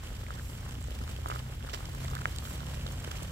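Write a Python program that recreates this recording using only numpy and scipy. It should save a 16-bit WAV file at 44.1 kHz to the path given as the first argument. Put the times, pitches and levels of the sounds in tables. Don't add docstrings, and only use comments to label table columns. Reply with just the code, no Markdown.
import sys
import numpy as np
from scipy import signal
from scipy.fft import rfft, irfft, next_fast_len
from scipy.io import wavfile
from scipy.ndimage import map_coordinates

SR = 44100
rng = np.random.default_rng(int(sys.argv[2]) if len(sys.argv) > 2 else 0)


def how_loud(loudness_db):
    steps = np.asarray(loudness_db, float) / 20
    return 10 ** steps


def digitize_waveform(pressure):
    field = np.atleast_2d(pressure).T
    bounded = np.clip(field, -1, 1)
    quanta = np.round(bounded * 32767).astype(np.int16)
    wavfile.write(sys.argv[1], SR, quanta)


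N = 145971
HOOF_LATE_S = .0008


def unit(x):
    return x / np.sqrt(np.mean(x ** 2) + 1e-20)


def along(points, hz):
    f, v = np.transpose(points)
    return np.interp(np.log(hz + 1), np.log(f + 1), v)


def curves(rows):
    s, *cols = np.transpose(rows)
    return [np.interp(np.arange(N) / SR, s, c) for c in cols]


def wobble(rate):
    knots = rng.standard_normal(int(N * rate / SR) + 4)
    return map_coordinates(knots, [np.arange(N) * rate / SR])


def filtered(x, response):
    m = next_fast_len(N + SR // 2)
    return irfft(rfft(x, m) * response(np.fft.rfftfreq(m, 1 / SR)), m)[..., :N]


def coloured(spectrum, channels):
    noise = rng.standard_normal((channels, N))
    return unit(filtered(noise, lambda hz: how_loud(along(spectrum, hz))))


def clops(s, gain, hz, cycles, rise_s):
    t = np.arange(600)[None] / SR
    fall = how_loud(-30 * (t * hz[:, None] / cycles) ** 1.12)
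    rise = 1 - np.exp(-t / rise_s)
    rings = gain[:, None] * np.sin(2 * np.pi * hz[:, None] * t) * fall * rise
    at = np.round(s * SR).astype(int)[:, None] + np.arange(t.size)
    return np.bincount(at.ravel(), rings.ravel(), N + t.size)[:N]


def stroke(rows):
    t = np.arange(N) / SR
    level = 0
    for s, db, length in rows:
        ramp = np.minimum(t - s, (s + length - t) / 2) * 6 / length
        level = level + how_loud(db) * np.clip(ramp, 0, 1)
    return level


# frequency in Hz, left over right in dB.
SHADOW = [(60, -8), (180, 2), (550, -1), (1650, -2.5), (4970, -5), (15000, -2)]


def placed(x, lag_s, shadow):
    def half(hz):
        return how_loud(shadow * along(SHADOW, hz) / 2) * np.exp(-1j * np.pi * hz * lag_s)
    return filtered(x, lambda hz: np.array([half(hz), 1 / half(hz)]))


# time in seconds, shaft speed in Hz, exhaust tone in dB, low rumble in dB.
ENGINE_RUN = [(0, 28.36, -54.5, -42.5), (.35, 28.92, -47, -39.5), (.7, 29.86, -47, -41.5),
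              (1.05, 30.52, -47.5, -38.5), (1.4, 31.36, -45.5, -42.5), (1.75, 32.25, -46.5, -40.5),
              (2.15, 33.04, -43, -39), (2.4, 33.47, -48, -40.5), (2.7, 33.84, -44.5, -38),
              (3, 34.62, -45.5, -40.5), (3.31, 35.18, -46, -40)]
# multiple of shaft speed, level over the fourth in dB, unsteadiness in dB.
ENGINE_ORDERS = [(1.5, -5.5, -2.5), (2, -1, 2), (2.5, -4, -2), (3, -4.5, 1), (4, 0, 2), (5, -8.5, 2.5),
                 (6, -20, 8), (7, -19.5, 5)]
# frequency in Hz, density in dB per Hz.
RUMBLE_COLOUR = [(12, -50), (20, -15.5), (49, 3), (80, 0.5), (138, -5), (198, -12), (261, -12.5),
                 (331, -27.5), (400, -32.5), (520, -28), (880, -120)]


def engine():
    hz, exhaust_db, low_db = curves(ENGINE_RUN)
    turn = 2 * np.pi * np.cumsum(hz) / SR
    tones = 0
    for multiple, db, sway_db in ENGINE_ORDERS:
        base_db = exhaust_db if multiple > 3.5 else low_db - 5
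        level = how_loud(base_db + db + sway_db * wobble(4.23)) * np.sqrt(2)
        tones = tones + level * np.sin(multiple * turn + rng.uniform(0, 2 * np.pi))
    rumble_db = -3 + .6 * low_db + .4 * low_db.mean()
    mid, side = coloured(RUMBLE_COLOUR, channels=2) * how_loud(rumble_db)
    side = side * how_loud(-17)
    return tones + np.array([mid + side, mid - side])


# frequency in Hz, density in dB per Hz.
GRIT_COLOUR = [(120, -16.5), (200, -8), (879, -12.5), (1310, -14), (4990, -19), (7470, -22), (10400, -26),
               (14700, -24.5), (15800, -30)]


def herd(count):
    draw = rng.random((count, 4))
    s = draw[:, 0] * N / SR
    clop_hz = 923 * np.exp(0.57 * 3.28 * (draw[:, 2] - .5))
    hollow = unit(clops(s, how_loud(9 * draw[:, 1] ** 2), clop_hz, cycles=1.02, rise_s=.0004))

    t = np.arange(SR // 10) / SR
    hits = np.bincount((s * SR).astype(int), how_loud(9.6 * draw[:, 2] ** 2.5), N)
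    rub_shape = np.exp(-((t - .03) * 5 / .022) ** 2)
    bursts = signal.fftconvolve(hits, rub_shape)[:N] * how_loud(1.9 * wobble(400))
    rub = unit(bursts * coloured(GRIT_COLOUR, channels=1)[0])

    tick_s = (s + .004) % (N / SR)
    tick_hz = 1830 * np.exp(1.1 * (draw[:, 1] - .5))
    tick = unit(clops(tick_s, how_loud(10 * draw[:, 3] ** 2.5), tick_hz, cycles=2.2, rise_s=.0002))
    return how_loud(-3) * tick + how_loud(-1.5) * hollow + how_loud(1) * rub


# time in seconds, level in dB.
FLOCK_LEVEL = [(0, -55), (.2, -55.5), (.45, -56), (.65, -56), (.9, -55.5), (1.15, -54.5), (1.4, -54),
               (1.62, -57.5), (1.85, -53), (2.1, -53.5), (2.35, -53.5), (2.55, -52.5), (2.8, -52.5),
               (2.97, -55), (3.15, -52), (3.31, -54)]
# left lag in seconds, share in dB, strength of the shadow as a factor.
HERD_SIDES = [(.0005, -2.5, 3.06), (.00011, 1.5, 0.093), (-.0002, 0, 0.18)]


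def flock():
    level_db, = curves(FLOCK_LEVEL)
    crowd = sum(how_loud(db) * placed(herd(count=380), lag_s, shadow) for lag_s, db, shadow in HERD_SIDES)

    def alike(hz):
        return 1 / (1 + (hz / 1560) ** 2)

    def diffuse(hz):
        return np.sqrt(1 - alike(hz)) * how_loud(np.outer([.5, -.5], along(SHADOW, hz)))

    far = filtered(coloured(GRIT_COLOUR, channels=2), diffuse)
    common = filtered(coloured(GRIT_COLOUR, channels=1)[0], lambda hz: np.sqrt(alike(hz)))
    far = far + placed(common, 0.00053, 0.74)
    return how_loud(level_db + 0.7 * wobble(14)) * (0.57 * crowd + how_loud(1) * far)


# start in seconds, peak in dB, pitch in Hz.
EDGE_TICKS = [(0.0463, -39, 2900), (0.0722, -37, 2970), (0.14, -39, 3190), (0.3224, -40, 3200),
              (0.5312, -37, 3030), (0.7083, -36, 3030), (0.7527, -36, 3100), (0.841, -41, 3000),
              (0.9183, -35, 3120), (1.0774, -37, 4020), (1.1308, -42, 3270), (1.163, -35, 3070),
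              (1.284, -44, 2900), (1.3053, -35, 2980), (1.3912, -32, 3130), (1.5369, -41, 2860),
              (1.626, -36, 3130), (1.6955, -31, 2995), (1.739, -34, 4170), (1.745, -36, 4240),
              (1.8547, -33, 3400), (1.9485, -54, 2500), (2.0797, -38, 3600), (2.3526, -46, 3170),
              (2.385, -21, 4333), (2.4524, -32, 3600), (2.5073, -39, 2650), (2.6045, -31, 3860),
              (2.667, -34, 2990), (2.7003, -41, 3170), (2.7154, -44, 3523), (2.7724, -36, 3100),
              (2.7923, -40, 2990), (2.8105, -33.5, 2920), (2.8448, -52, 3940), (2.8647, -41, 4430),
              (2.8777, -32, 3180), (2.9814, -38.5, 2860), (3.046, -33, 3080), (3.083, -36, 2840),
              (3.1133, -43, 3430), (3.1554, -34, 2510), (3.1841, -35, 2920)]
# start in seconds, peak in dB.
STONE_SNAPS = [(0.1506, -50), (0.7097, -32.5), (0.8046, -40), (0.8255, -31), (0.8407, -31), (1.0844, -43),
               (1.0999, -31), (1.2855, -50), (1.3912, -42), (1.7395, -46), (1.931, -38), (1.949, -40),
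               (2.101, -32), (2.152, -34), (2.256, -40), (2.3595, -41), (2.385, -22), (2.5375, -31),
               (2.6628, -48), (2.8649, -43), (2.9173, -44), (3.0031, -32), (3.1136, -34), (3.2313, -38)]


def ticks():
    s, db, hz = np.transpose(EDGE_TICKS)
    s = s + HOOF_LATE_S
    ring = clops(s, how_loud(db + 5), hz, cycles=4, rise_s=.0003)
    click = clops(s, how_loud(db + 6), 1.4 * hz, cycles=2, rise_s=.0002)
    s, db = np.transpose(STONE_SNAPS)
    snap_hz = 7600 * np.exp(0.053 * rng.standard_normal(len(s)))
    snap = clops(s + HOOF_LATE_S, how_loud(db + 3), snap_hz, cycles=6, rise_s=0.00022)
    return placed(ring + click, .0001, 1.5) + placed(snap, .00016, 1.8)


# start in seconds, peak in dB, share of fine grit from 0 to 1.
GRIT_SCUFFS = [(0.1508, -53, 0.2), (0.808, -47, 0.55), (0.9163, -57, 0.17), (1.1, -49, 0.54),
               (1.162, -42, 0.5), (1.286, -41.5, 0.94), (1.305, -39, 0), (1.392, -45, 0.1),
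               (1.854, -39, 0.2), (1.9492, -42, 0.65), (2.08, -41, 0.2), (2.1025, -55, 0.7),
               (2.1505, -33, 0.43), (2.36, -37, 0.55), (2.383, -41, 0.8), (2.664, -39.5, 0.7),
               (2.865, -39, 0.16), (2.92, -48, 1), (3.0006, -52, 0.78), (3.047, -40, 0.33),
               (3.1142, -36, 0.24), (3.2298, -35.5, 0.7)]
# start in seconds, level in dB, length in seconds, share of fine grit from 0 to 1.
HOOF_DRAGS = [
    (1.7305, -38.5, .024, .3),
    (1.752, -47, .015, .4),
    (.39, -58, .2, 1),
    (2.42, -53, .15, .9),
    (2.27, -56, .06, .6),
    (1.698, -53, .016, .05),
]


def rubs():
    t = np.arange(N) / SR

    def band(lo_hz, hi_hz):
        grit = coloured(GRIT_COLOUR, channels=1)[0]
        return unit(filtered(grit, lambda f: f ** 3 / (f ** 3 + lo_hz ** 3) / (1 + (f / hi_hz) ** 3)))

    coarse, fine, dull = band(2700, 5600), band(7500, 18000), band(350, 1800)

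    def mix(share):
        return (1 - share) * coarse + share * fine

    crackle = unit(how_loud(3.5 * wobble(700)))
    quick = 0
    for s, db, share in GRIT_SCUFFS:
        length_s = .007 / how_loud(.5 * (db + 45.5))
        quick = quick + how_loud(db) * np.exp(-((t - s - .002) * 2 / length_s) ** 2) * mix(share)
    drags = 0
    for s, db, length, share in HOOF_DRAGS:
        drags = drags + stroke([(s, db, length)]) * (mix(share) + (1 - share) * how_loud(3) * dull)
    return placed(how_loud(-4) * quick * crackle, .00012, 1.7) + placed(drags * crackle ** .7, .00051, 2.3)


# start in seconds, peak in dB, pitch in Hz.
NEAR_KNOCKS = [(0.233, -42, 1130), (0.2652, -36, 2140), (0.305, -32, 1280), (0.3723, -45, 1360),
               (0.3953, -37, 1600), (1.0141, -39.5, 1240), (1.2588, -27.5, 1070), (1.2997, -29, 1120),
               (1.3128, -37, 2120), (1.3149, -29, 1180), (1.3236, -33, 1250), (1.3472, -39, 1210),
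               (1.3595, -31.5, 1230), (1.5238, -42.5, 1280), (1.6768, -42, 1550), (1.6884, -36.5, 1250),
               (1.806, -41.5, 1330), (2.0823, -38, 1150), (2.1331, -35, 1180), (2.1515, -36, 1190),
               (2.16, -40, 1520), (2.1641, -37, 1450), (2.189, -36, 1296), (2.217, -34.5, 1360),
               (2.2554, -18.5, 1440), (2.4515, -40, 1340), (2.6045, -39.5, 1292), (2.8642, -39, 1319),
               (3.076, -42, 1410), (3.1146, -34.5, 1330)]
# start in seconds, peak in dB, pitch in Hz.
LIGHT_TAPS = [(0.345, -45, 1020), (0.38, -44, 1550), (0.663, -42, 1310), (0.697, -46, 1350),
              (0.751, -55, 1270), (1.077, -42, 1300), (1.283, -38, 1190), (1.47, -57, 867),
              (1.606, -46, 1510), (1.647, -44.5, 1280), (1.948, -40, 982), (2.039, -44, 1230),
              (2.052, -38, 1956), (2.168, -32.5, 1530), (2.3, -46, 1340), (2.36, -45, 1350),
              (2.473, -42, 1380), (2.497, -45, 1280), (2.511, -43, 894), (2.536, -51, 996),
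              (2.616, -43, 895), (2.682, -55, 860), (2.701, -58, 892.4), (2.775, -43, 1020),
              (3.045, -41, 1350)]
# start in seconds, peak in dB, pitch in Hz.
LOW_THUDS = [(0.884, -33, 540), (0.915, -35, 528), (1.188, -33, 525), (1.258, -39, 530), (1.647, -33, 525),
             (1.739, -51, 507), (1.013, -33, 242), (1.107, -40.5, 243), (0.784, -38, 256),
             (2.021, -37, 243), (2.126, -34.5, 436), (2.615, -51, 510.5), (2.773, -35, 520),
             (2.863, -29.5, 527), (3.076, -31, 443), (3.222, -31, 543)]
# start in seconds, level in dB, length in seconds.
KNOCK_RATTLES = [
    (.22, -59, .2),
    (1.25, -56, .17),
    (2.04, -54, .2),
    (3.03, -58, .15),
]


def knocks():
    s, db, hz = np.transpose(NEAR_KNOCKS + LIGHT_TAPS)
    s = s + HOOF_LATE_S
    cycles = 4 - .12 * np.clip(db + 36, 0, 30)[:, None]
    ring = clops(s, how_loud(db + 15), hz, cycles, rise_s=.001 * (cycles / 4) ** 2)
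    tick = clops(s, how_loud(db - 6), 2.8 * hz, cycles=5, rise_s=.0005)
    body = clops(s, how_loud(db), .45 * hz, cycles=1.3, rise_s=.0003)

    draw = rng.random((900, 3))
    small_hz = 1000 + 1000 * draw[:, 2] ** 2
    small = unit(clops(draw[:, 0] * N / SR, how_loud(9 * draw[:, 1] ** 2), small_hz, cycles=2.5, rise_s=.0004))
    rattle = stroke(KNOCK_RATTLES) * small

    s, db, hz = np.transpose(LOW_THUDS)
    thud = clops(s, how_loud(db + 1), hz, cycles=3, rise_s=0.00031)
    return placed(ring + tick - body + rattle + thud, .00052, 1.4)


def lane(x):
    t = np.arange(SR // 4) / SR
    tail = rng.standard_normal((2, t.size)) * how_loud(-60 * t / .05) * (t > .002)
    return signal.fftconvolve(x, tail / np.linalg.norm(tail[0]), axes=1)[:, :N]


def scene():
    near = ticks() + rubs() + knocks()
    return engine() + flock() + near + how_loud(-20) * lane(near)


def band_limit(x):
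    return signal.sosfilt(signal.butter(12, 15830, fs=SR, output="sos"), x)


# centre in Hz, width in Hz, left gain, right gain (both as factors).
PORT_RESONANCES = [(3100, 490, 0.81, 0.66), (7560, 760, 0.25, 1.07), (11630, 580, 0.23, 0.87)]


def record(dry):
    def port(f):
        response = 1
        for centre, width, left, right in PORT_RESONANCES:
            peak = 1j * f * width / (centre * centre - f * f + 1j * f * width)
            response = response + np.outer([left, right], peak)
        return response * (f < 15850)
    return band_limit(filtered(dry, port))


dry = scene()
out = record(dry)
digitize_waveform(out)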